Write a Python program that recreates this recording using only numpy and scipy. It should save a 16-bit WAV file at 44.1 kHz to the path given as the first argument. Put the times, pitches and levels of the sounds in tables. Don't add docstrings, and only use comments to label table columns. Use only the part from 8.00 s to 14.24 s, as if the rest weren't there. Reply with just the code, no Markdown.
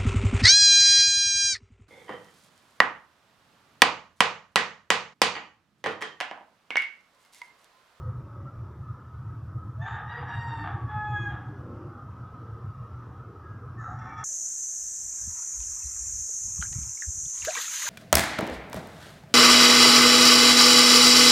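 import sys
import numpy as np
from scipy import signal
from scipy.fft import rfft, irfft, next_fast_len
from scipy.io import wavfile
from scipy.ndimage import uniform_filter1d, map_coordinates

SR = 44100
rng = np.random.default_rng(int(sys.argv[2]) if len(sys.argv) > 2 else 0)


def store_pcm(level_fs):
    pcm = np.round(np.clip(level_fs, -1, 1) * 32767).astype(np.int16)
    wavfile.write(sys.argv[1], SR, np.atleast_2d(pcm).T)


N = 275184

# (start [s], end [s], pitch [Hz], scoop from below [Hz], sag by the end [Hz],
# jitter [share], roughness [0-1], then relative levels: tone [dB], rasp opening [dB], rasp held [dB],
# rasp closing [dB])
CROW_SYLLABLES = [(1.787, 1.965, 912.4, 84, 4.2, 0.0162, 0.13, -48.5, -55, -44, -47),
                  (2.058, 2.185, 954, 20, 2.1, 0.0073, 0.36, -50.5, -50.5, -48, -45.5),
                  (2.257, 2.649, 940.4, 2.7, 42, .007, 0.2, -48, -42.5, -53.5, -43.5),
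                  (2.864, 3.306, 849.3, 2.2, 31, 0.0041, 0.04, -41.5, -50.5, -72.5, -48)]
# (multiple of the pitch [ratio], relative level [dB])
SHRILL_OVERTONES = [(1, 2.5), (2, 2.5), (3, -24), (4, -12), (5, -32.5), (7, -31), (7.5, -29), (8, -30)]
# (multiple of the pitch [ratio], relative level [dB])
WIDE_BEAK_OVERTONES = [(1, 2.5), (2, 0.5), (3, -14), (4, -13), (5, -20.5), (6, -26.5), (8, -31), (9, -33.5)]
# (multiple of the pitch [ratio], relative level [dB])
NARROW_BEAK_OVERTONES = [(.5, -34), (1, -2.5), (1.5, -11), (2, 0), (2.5, -24), (3, -19), (4, -13.5),
                         (4.5, -46), (5, -38), (6, -50.5), (7, -41), (8, -34), (8.5, -43), (9, -46)]
# (time [s], partials below the second harmonic [dB], second harmonic [dB])
LONG_NOTE_LOW_LEVELS = [(2.9, -43.5, -44), (2.948, -33, -54), (3.014, -33, -38.5), (3.092, -33, -40.5),
                        (3.126, -30.5, -45.5), (3.166, -35.5, -30), (3.206, -54, -41.5),
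                        (3.274, -39.5, -36), (3.36, -47, -51)]


def near_rooster():
    first, second, third, last = CROW_SYLLABLES
    hoarse = rasp()
    short_notes = tone(first, SHRILL_OVERTONES)
    short_notes += tone(second, WIDE_BEAK_OVERTONES[:-2])
    short_notes += tone(third, WIDE_BEAK_OVERTONES)
    long_note = tone(last, NARROW_BEAK_OVERTONES, brightest=1.0, low_db=curves(LONG_NOTE_LOW_LEVELS))
    reflected = wall_echo(amp(-4.0) * hoarse + amp(-6.5) * short_notes)
    long_reflected = wall_echo(coloured(long_note, [(900, -17), (1600, -9)]))
    return hoarse + short_notes + long_note + reflected + long_reflected


def tone(syllable, overtones, brightest=0.61, low_db=None):
    start, end, hz, scoop_hz, sag_hz, jitter, rough, level_db = syllable[:8]
    scoop_s, attack_s, release_s = .05, .036, .02
    dull_db, swell_db = 3.5, 2.5
    age = np.clip(np.arange(N) / SR - start, 0, end - start + 2 * release_s)
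    progress = age / (end - start)
    pitch = hz - scoop_hz * np.exp(-age / scoop_s) - sag_hz * progress ** 2
    phase = 2 * np.pi * np.cumsum(pitch * (1 + jitter * wobble(180))) / SR
    voice = np.zeros(N)
    for multiple, db in overtones:
        base_db = level_db - dull_db * multiple * (progress - brightest) ** 2 + swell_db * wobble(20)
        if low_db and multiple <= 2:
            base_db = low_db[int(multiple == 2)]
        voice += amp(base_db + db + rough * 16.6 * wobble(55)) * np.sin(multiple * phase)
    flutter = (1 + rough * wobble(300)) * amp(3 * rough * wobble(40))
    return np.sqrt(2) * voice * flutter * envelope(start, end, attack_s, release_s)


# (frequency [Hz], gain [dB])
THROAT_RESPONSE = [(290, -50), (500, -18.5), (611, -15.5), (719, -2.5), (901, -6), (1030, -9), (1200, 5.5),
                   (1380, -2), (1710, -0.5), (2040, -23), (2550, -35), (3580, -34), (4320, -55.5),
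                   (6610, -66), (10000, -62), (13000, -102.5), (22000, -120)]


def rasp():
    flap_hz, opening_s, closing_s = 883, .058, .045
    attack_s, release_s = .04, .025
    chest_db, closing_chest_db, edge_db = -5.5, 1, -14.5
    sounding, closing = np.zeros(N), np.zeros(N)
    for start, end, *_, open_db, held_db, close_db in CROW_SYLLABLES:
        sounding += amp(open_db) * envelope(start, start + opening_s, attack_s, release_s)
        sounding += amp(held_db) * envelope(start + opening_s / 4, end, opening_s, release_s)
        closing += amp(close_db) * envelope(end - closing_s, end + closing_s, attack_s, release_s)
    flaps = coloured(membrane_puffs(flap_hz, jitter=.15, scatter_db=5.5), THROAT_RESPONSE)
    chest = np.hypot(amp(chest_db) * sounding, amp(closing_chest_db) * closing) * band(flaps, 600, 907)
    middle = band(flaps, 1015, 2470)
    edge = amp(edge_db) * band(flaps, 2150, 7000)
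    return (chest + np.hypot(sounding, closing) * (middle + edge)) * amp(2.2 * wobble(50))


def membrane_puffs(flap_hz, jitter, scatter_db):
    cycles = np.cumsum(flap_hz * np.exp(jitter * wobble(500))) / SR
    at = np.interp(np.arange(1, cycles[-1]), cycles, np.arange(N))
    strength = amp(scatter_db * rng.standard_normal(len(at)))
    taps = at.astype(int)[:, None] + np.arange(-7, 9)
    offset = taps - at[:, None]
    shape = np.sinc(offset) * np.cos(np.pi * offset / 16) ** 2
    return np.bincount(np.clip(taps, 0, N).ravel(), (strength[:, None] * shape).ravel(), N + 1)[:N]


# (start [s], end [s], then relative levels: middle [dB], chest [dB], edge [dB], whistle [dB])
RIVAL_SYLLABLES = [(5.766, 5.939, -43.5, -49.5, -76.5, -69), (5.956, 6.121, -48, -48, -63.5, -70),
                   (6.139, 6.254, -44.5, -44, -60, -65.5)]
# (frequency [Hz], width [Hz], gain [dB])
RIVAL_START_MODES = [(740, 135, 2), (1190, 170, 1), (1367, 140, -1.5), (1570, 140, -4), (1805, 360, -10.5),
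                     (3860, 250, -15.5), (5700, 270, -29.5), (6400, 98, -22), (6760, 120, -20.5),
                     (7500, 120, -31)]
# (frequency [Hz], width [Hz], gain [dB])
RIVAL_OPEN_MODES = [(759, 75, 4), (898, 67, -6), (1108, 99, 4), (1282, 135, 5), (1533, 94, 0),
                    (1775, 125, 2), (2130, 83, -9.5), (2425, 63, -18), (2703, 81, -21), (3440, 280, -23),
                    (5470, 330, -21), (5840, 120, -20), (6700, 260, -34.5), (7270, 170, -30)]


def rival_rooster():
    bands_hz = [(1000, 2020), (520, 1045), (2010, 4200), (5270, 7900)]
    attacks_s = (0.069, 0.13, 0.055, 0.043)
    opened, = curves([(5.91, 0.027), (5.98, 0.87)])
    puffs = membrane_puffs(flap_hz=442, jitter=.09, scatter_db=3.5)
    flaps = (1 - opened) * filtered(puffs, resonances(RIVAL_START_MODES, order=2))
    flaps += opened * filtered(puffs, resonances(RIVAL_OPEN_MODES, order=2))
    parts = [band(flaps, low, high) for low, high in bands_hz]
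    voice = np.zeros(N)
    for start, end, *levels_db in RIVAL_SYLLABLES:
        for part, db, attack_s in zip(parts, levels_db, attacks_s):
            voice += amp(db) * part * envelope(start, end, attack_s, release_s=.04)
    voice *= amp(0.84 * wobble(37))
    return amp(0.5) * voice + amp(-9.5) * wall_echo(voice)


# (start [s], end [s], start pitch [Hz], end pitch [Hz], relative level [dB])
SYRINX_GLIDES = [(1.796, 1.874, 644, 788, -48.5), (1.937, 2.061, 1252, 1215, -48),
                 (1.953, 2.004, 1663, 1640, -46.5), (2.283, 2.358, 1695, 1680, -44),
                 (2.743, 2.901, 1150, 1126, -48.5), (5.787, 5.824, 1800, 1730, -51),
                 (5.809, 5.89, 1293, 1345, -43), (5.885, 5.956, 709, 769, -48),
                 (5.99, 6.226, 886, 907, -51), (6.082, 6.19, 2307, 2285, -60),
                 (6.15, 6.249, 1240, 1270, -43), (6.17, 6.24, 3390, 3405, -62.5)]


def side_tones():
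    voice = np.zeros(N)
    for start, end, start_hz, end_hz, db in SYRINX_GLIDES:
        glide = [(start, start_hz), (end, end_hz)]
        pitch = curves(glide)[0] * (1 + 0.0082 * wobble(160))
        phase = 2 * np.pi * np.cumsum(pitch) / SR
        voice += amp(db + 2.0 + 2.6 * wobble(50)) * np.sin(phase) * gate(glide, fade_s=.027)
    return voice + amp(-11.5) * wall_echo(voice)


# (time [s], frequency [Hz])
FAR_CROW_GLIDE = [(5.44, 1650), (5.6, 1635)]


def far_crow():
    pitch, = curves(FAR_CROW_GLIDE)
    phase = 2 * np.pi * np.cumsum(pitch * (1 + 0.0088 * wobble(120))) / SR
    call = amp(-56) * np.sin(phase) * gate(FAR_CROW_GLIDE, fade_s=.02)
    return call + amp(-15.0) * wall_echo(call)


# (frequency [Hz], time to fall 60 dB [s])
WALL_DECAY = [(200, 0.3), (1000, 0.82), (3000, 0.67), (9000, 0.17)]


def wall_echo(x):
    hz, t, spectrum = signal.stft(rng.standard_normal(SR), SR, nperseg=256)
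    decay = amp(-60 * t / along(WALL_DECAY, hz)[:, None])
    tail = signal.istft(spectrum * decay, SR, nperseg=256)[1]
    delayed = np.pad(tail / np.linalg.norm(tail), (round(.008 * SR), 0))
    return signal.fftconvolve(x, delayed)[:N]


# (time [s], length [s], frequency [Hz], width [Hz], level [dB])
BENCH_RUBS = [(0.06, 0.15, 505, 50, -54.5), (0.379, 0.22, 572, 72.3, -57.5), (0.47, 0.086, 313, 117.4, -58),
              (2.226, 0.1, 480, 40, -50.5), (2.631, 0.18, 299.4, 34.8, -50), (2.805, 0.071, 335, 60, -49.5),
              (3.277, 0.13, 334, 72.3, -46), (3.458, 0.14, 295.8, 44, -49.5),
              (3.688, 0.077, 257.8, 168, -44.5), (3.749, 0.091, 520, 130, -50.5),
              (3.856, 0.135, 334.8, 70.7, -46.5), (3.979, 0.092, 251, 40.3, -48.5),
              (3.967, 0.14, 811, 49.5, -56.5), (4.481, .14, 458, 71, -56.5),
              (4.854, 0.076, 615, 35.5, -56.5), (5.332, 0.095, 410, 138.5, -52)]


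def bench_rubs():
    out = np.zeros(N)
    t = np.arange(N) / SR
    for time, length, hz, width_hz, db in BENCH_RUBS:
        near = np.abs(t - time) < 2 * length
        from_peak = t[near] - time
        knots = rng.standard_normal((2, 400))
        position = (from_peak + 2 * length) * width_hz
        cos_gain, sin_gain = [map_coordinates(k, [position], mode="wrap") for k in knots]
        phase = 2 * np.pi * hz * t[near]
        swell = amp(db) * np.exp(-2 * (from_peak / length) ** 2)
        out[near] += swell * (cos_gain * np.cos(phase) + sin_gain * np.sin(phase))
    return out


# (frequency [Hz], density [dB])
DULL_SPECTRUM = [(90, -21), (170, 0), (240, 0), (330, -0.5), (420, -4.5), (520, -6.5), (700, -15.5),
                 (1000, -23), (1600, -32.5), (4000, -70)]


def arm_slide():
    peak_s, length_s, level_db = 3.74, .17, -47
    swell = np.exp(-((np.arange(N) / SR - peak_s) / length_s) ** 2)
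    return amp(level_db + 2.7 * wobble(25)) * swell * noise(DULL_SPECTRUM)


# (time [s], relative level [dB])
HUM_SWELL = [(0.0, -31.5), (0.48, -40), (0.78, -34.5), (1.06, -42.5), (1.56, -34.5), (2.04, -39.5),
             (2.54, -34), (3.24, -36), (4.36, -44), (4.64, -38.0), (5.48, -45), (5.64, -38.5), (6.22, -41)]
# (frequency [Hz], width [Hz], gain [dB])
HUM_RESONANCES = [(94.2, 10.5, -6.5), (112.4, 8.3, -1.5), (132.4, 13.4, -5)]
# (frequency [Hz], density [dB])
RUMBLE_SPECTRUM = [(20, -23.5), (40, 5), (60, 9.5), (80, 21.5), (100, 8.5), (150, 12.5), (200, 6.5),
                   (300, -49.5)]


def hum():
    throb_hz, throb_depth, throb_wander = 6.4, .5, .45
    drone_db, rumble_db = -1, -9
    swell_db, = curves(HUM_SWELL)
    ringing = filtered(rng.standard_normal(N), resonances(HUM_RESONANCES))
    drone = signal.hilbert(band(ringing, 63, 137))
    evened = unit(drone.real / (np.abs(drone) + 0.11) ** 0.15)
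    turns = np.cumsum(throb_hz * (1 + throb_wander * wobble(8))) / SR
    throb = unit(1 + throb_depth * np.sin(2 * np.pi * turns))
    return amp(swell_db) * throb * (amp(drone_db) * evened + amp(rumble_db) * noise(RUMBLE_SPECTRUM))


# (time [s], distant noise level [dB], low-middle level [dB])
AIR_DRIFT = [(0, -52.5, -53), (1.2, -54, -57.5), (3.4, -51, -50.5), (6.24, -51, -54.5)]
# (frequency [Hz], density [dB])
DISTANT_SPECTRUM = [(200, -25), (600, -17), (800, -11.5), (1020, -7.5), (1180, -4.5), (1270, 4.5),
                    (1400, -9.5), (1700, -18.5), (2200, -30), (3400, -34.5), (4400, -40), (5600, -37),
                    (8000, -57), (12000, -84)]


def yard_air():
    distant_db, wash_db = curves(AIR_DRIFT)
    rumble = amp(-54.5) * noise(RUMBLE_SPECTRUM)
    wash = amp(wash_db + wobble(13)) * patchy(noise(DULL_SPECTRUM), depth_db=3.0)
    distant_db += 0.56 * wobble(6.6) + 0.29 * wobble(16)
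    return rumble + wash + amp(distant_db) * patchy(noise(DISTANT_SPECTRUM), depth_db=3.0)


def patchy(x, depth_db):
    spectrum = signal.stft(x, nperseg=2048)[2]
    patches = uniform_filter1d(rng.standard_normal(spectrum.shape), size=4, axis=0)
    patches = uniform_filter1d(patches, size=5, axis=1)
    return unit(signal.istft(spectrum * amp(depth_db * unit(patches)), nperseg=2048)[1][:N])


# (frequency [Hz], density [dB])
HISS_SPECTRUM = [(1000, 7), (7000, 3.5), (10000, 0.5), (13700, 1), (15000, 2)]


def hiss(level_db):
    return amp(level_db) * noise(HISS_SPECTRUM)


def amp(db):
    return 10 ** (np.asarray(db) / 20)


def unit(x):
    return x / np.sqrt(np.mean(x ** 2) + 1e-20)


def along(points, hz):
    f, values = np.transpose(points)
    return np.interp(np.log(hz + 1), np.log(f + 1), values)


def curves(rows):
    times, *columns = np.transpose(rows)
    return [np.interp(np.arange(N) / SR, times, column) for column in columns]


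def envelope(start, end, attack_s, release_s):
    t = np.arange(N) / SR
    return np.clip((t - start) / attack_s, 0, 1) ** 2 * np.exp(-np.maximum(t - end, 0) / release_s)


def gate(rows, fade_s):
    t = np.arange(N) / SR
    return np.clip(np.minimum(t - rows[0][0], rows[-1][0] - t) / fade_s + 1, 0, 1) ** 2


def wobble(rate):
    return map_coordinates(rng.standard_normal(int(N * rate / SR) + 4), [np.arange(N) * rate / SR])


def filtered(x, response):
    size = next_fast_len(N + SR // 2)
    return irfft(rfft(x, size) * response(np.fft.rfftfreq(size, 1 / SR)), size)[..., :N]


def coloured(x, spectrum):
    return filtered(x, lambda f: amp(along(spectrum, f)))


def resonances(modes, order=1):
    return lambda f: sum(
        (-1) ** k * amp(db) * (1j * f * width / (hz * hz - f * f + 1j * f * width)) ** order
        for k, (hz, width, db) in enumerate(modes))


def noise(spectrum):
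    return unit(coloured(rng.standard_normal(N), spectrum))


def band(x, low_hz, high_hz):
    return unit(filtered(x, lambda f: 1 / (1 + (low_hz / (f + 1)) ** 16) / (1 + (f / high_hz) ** 16)))


def scene():
    birds = near_rooster() + rival_rooster() + side_tones() + far_crow()
    centre = birds + hum() + yard_air() + bench_rubs() + arm_slide() + hiss(-79.5)
    side = hiss(-80.0) + amp(-91.5) * noise(RUMBLE_SPECTRUM)
    return np.array([centre + side, centre - side])


def record(dry):
    return filtered(dry, lambda hz: hz < 15500)


dry = scene()
out = record(dry)
store_pcm(out)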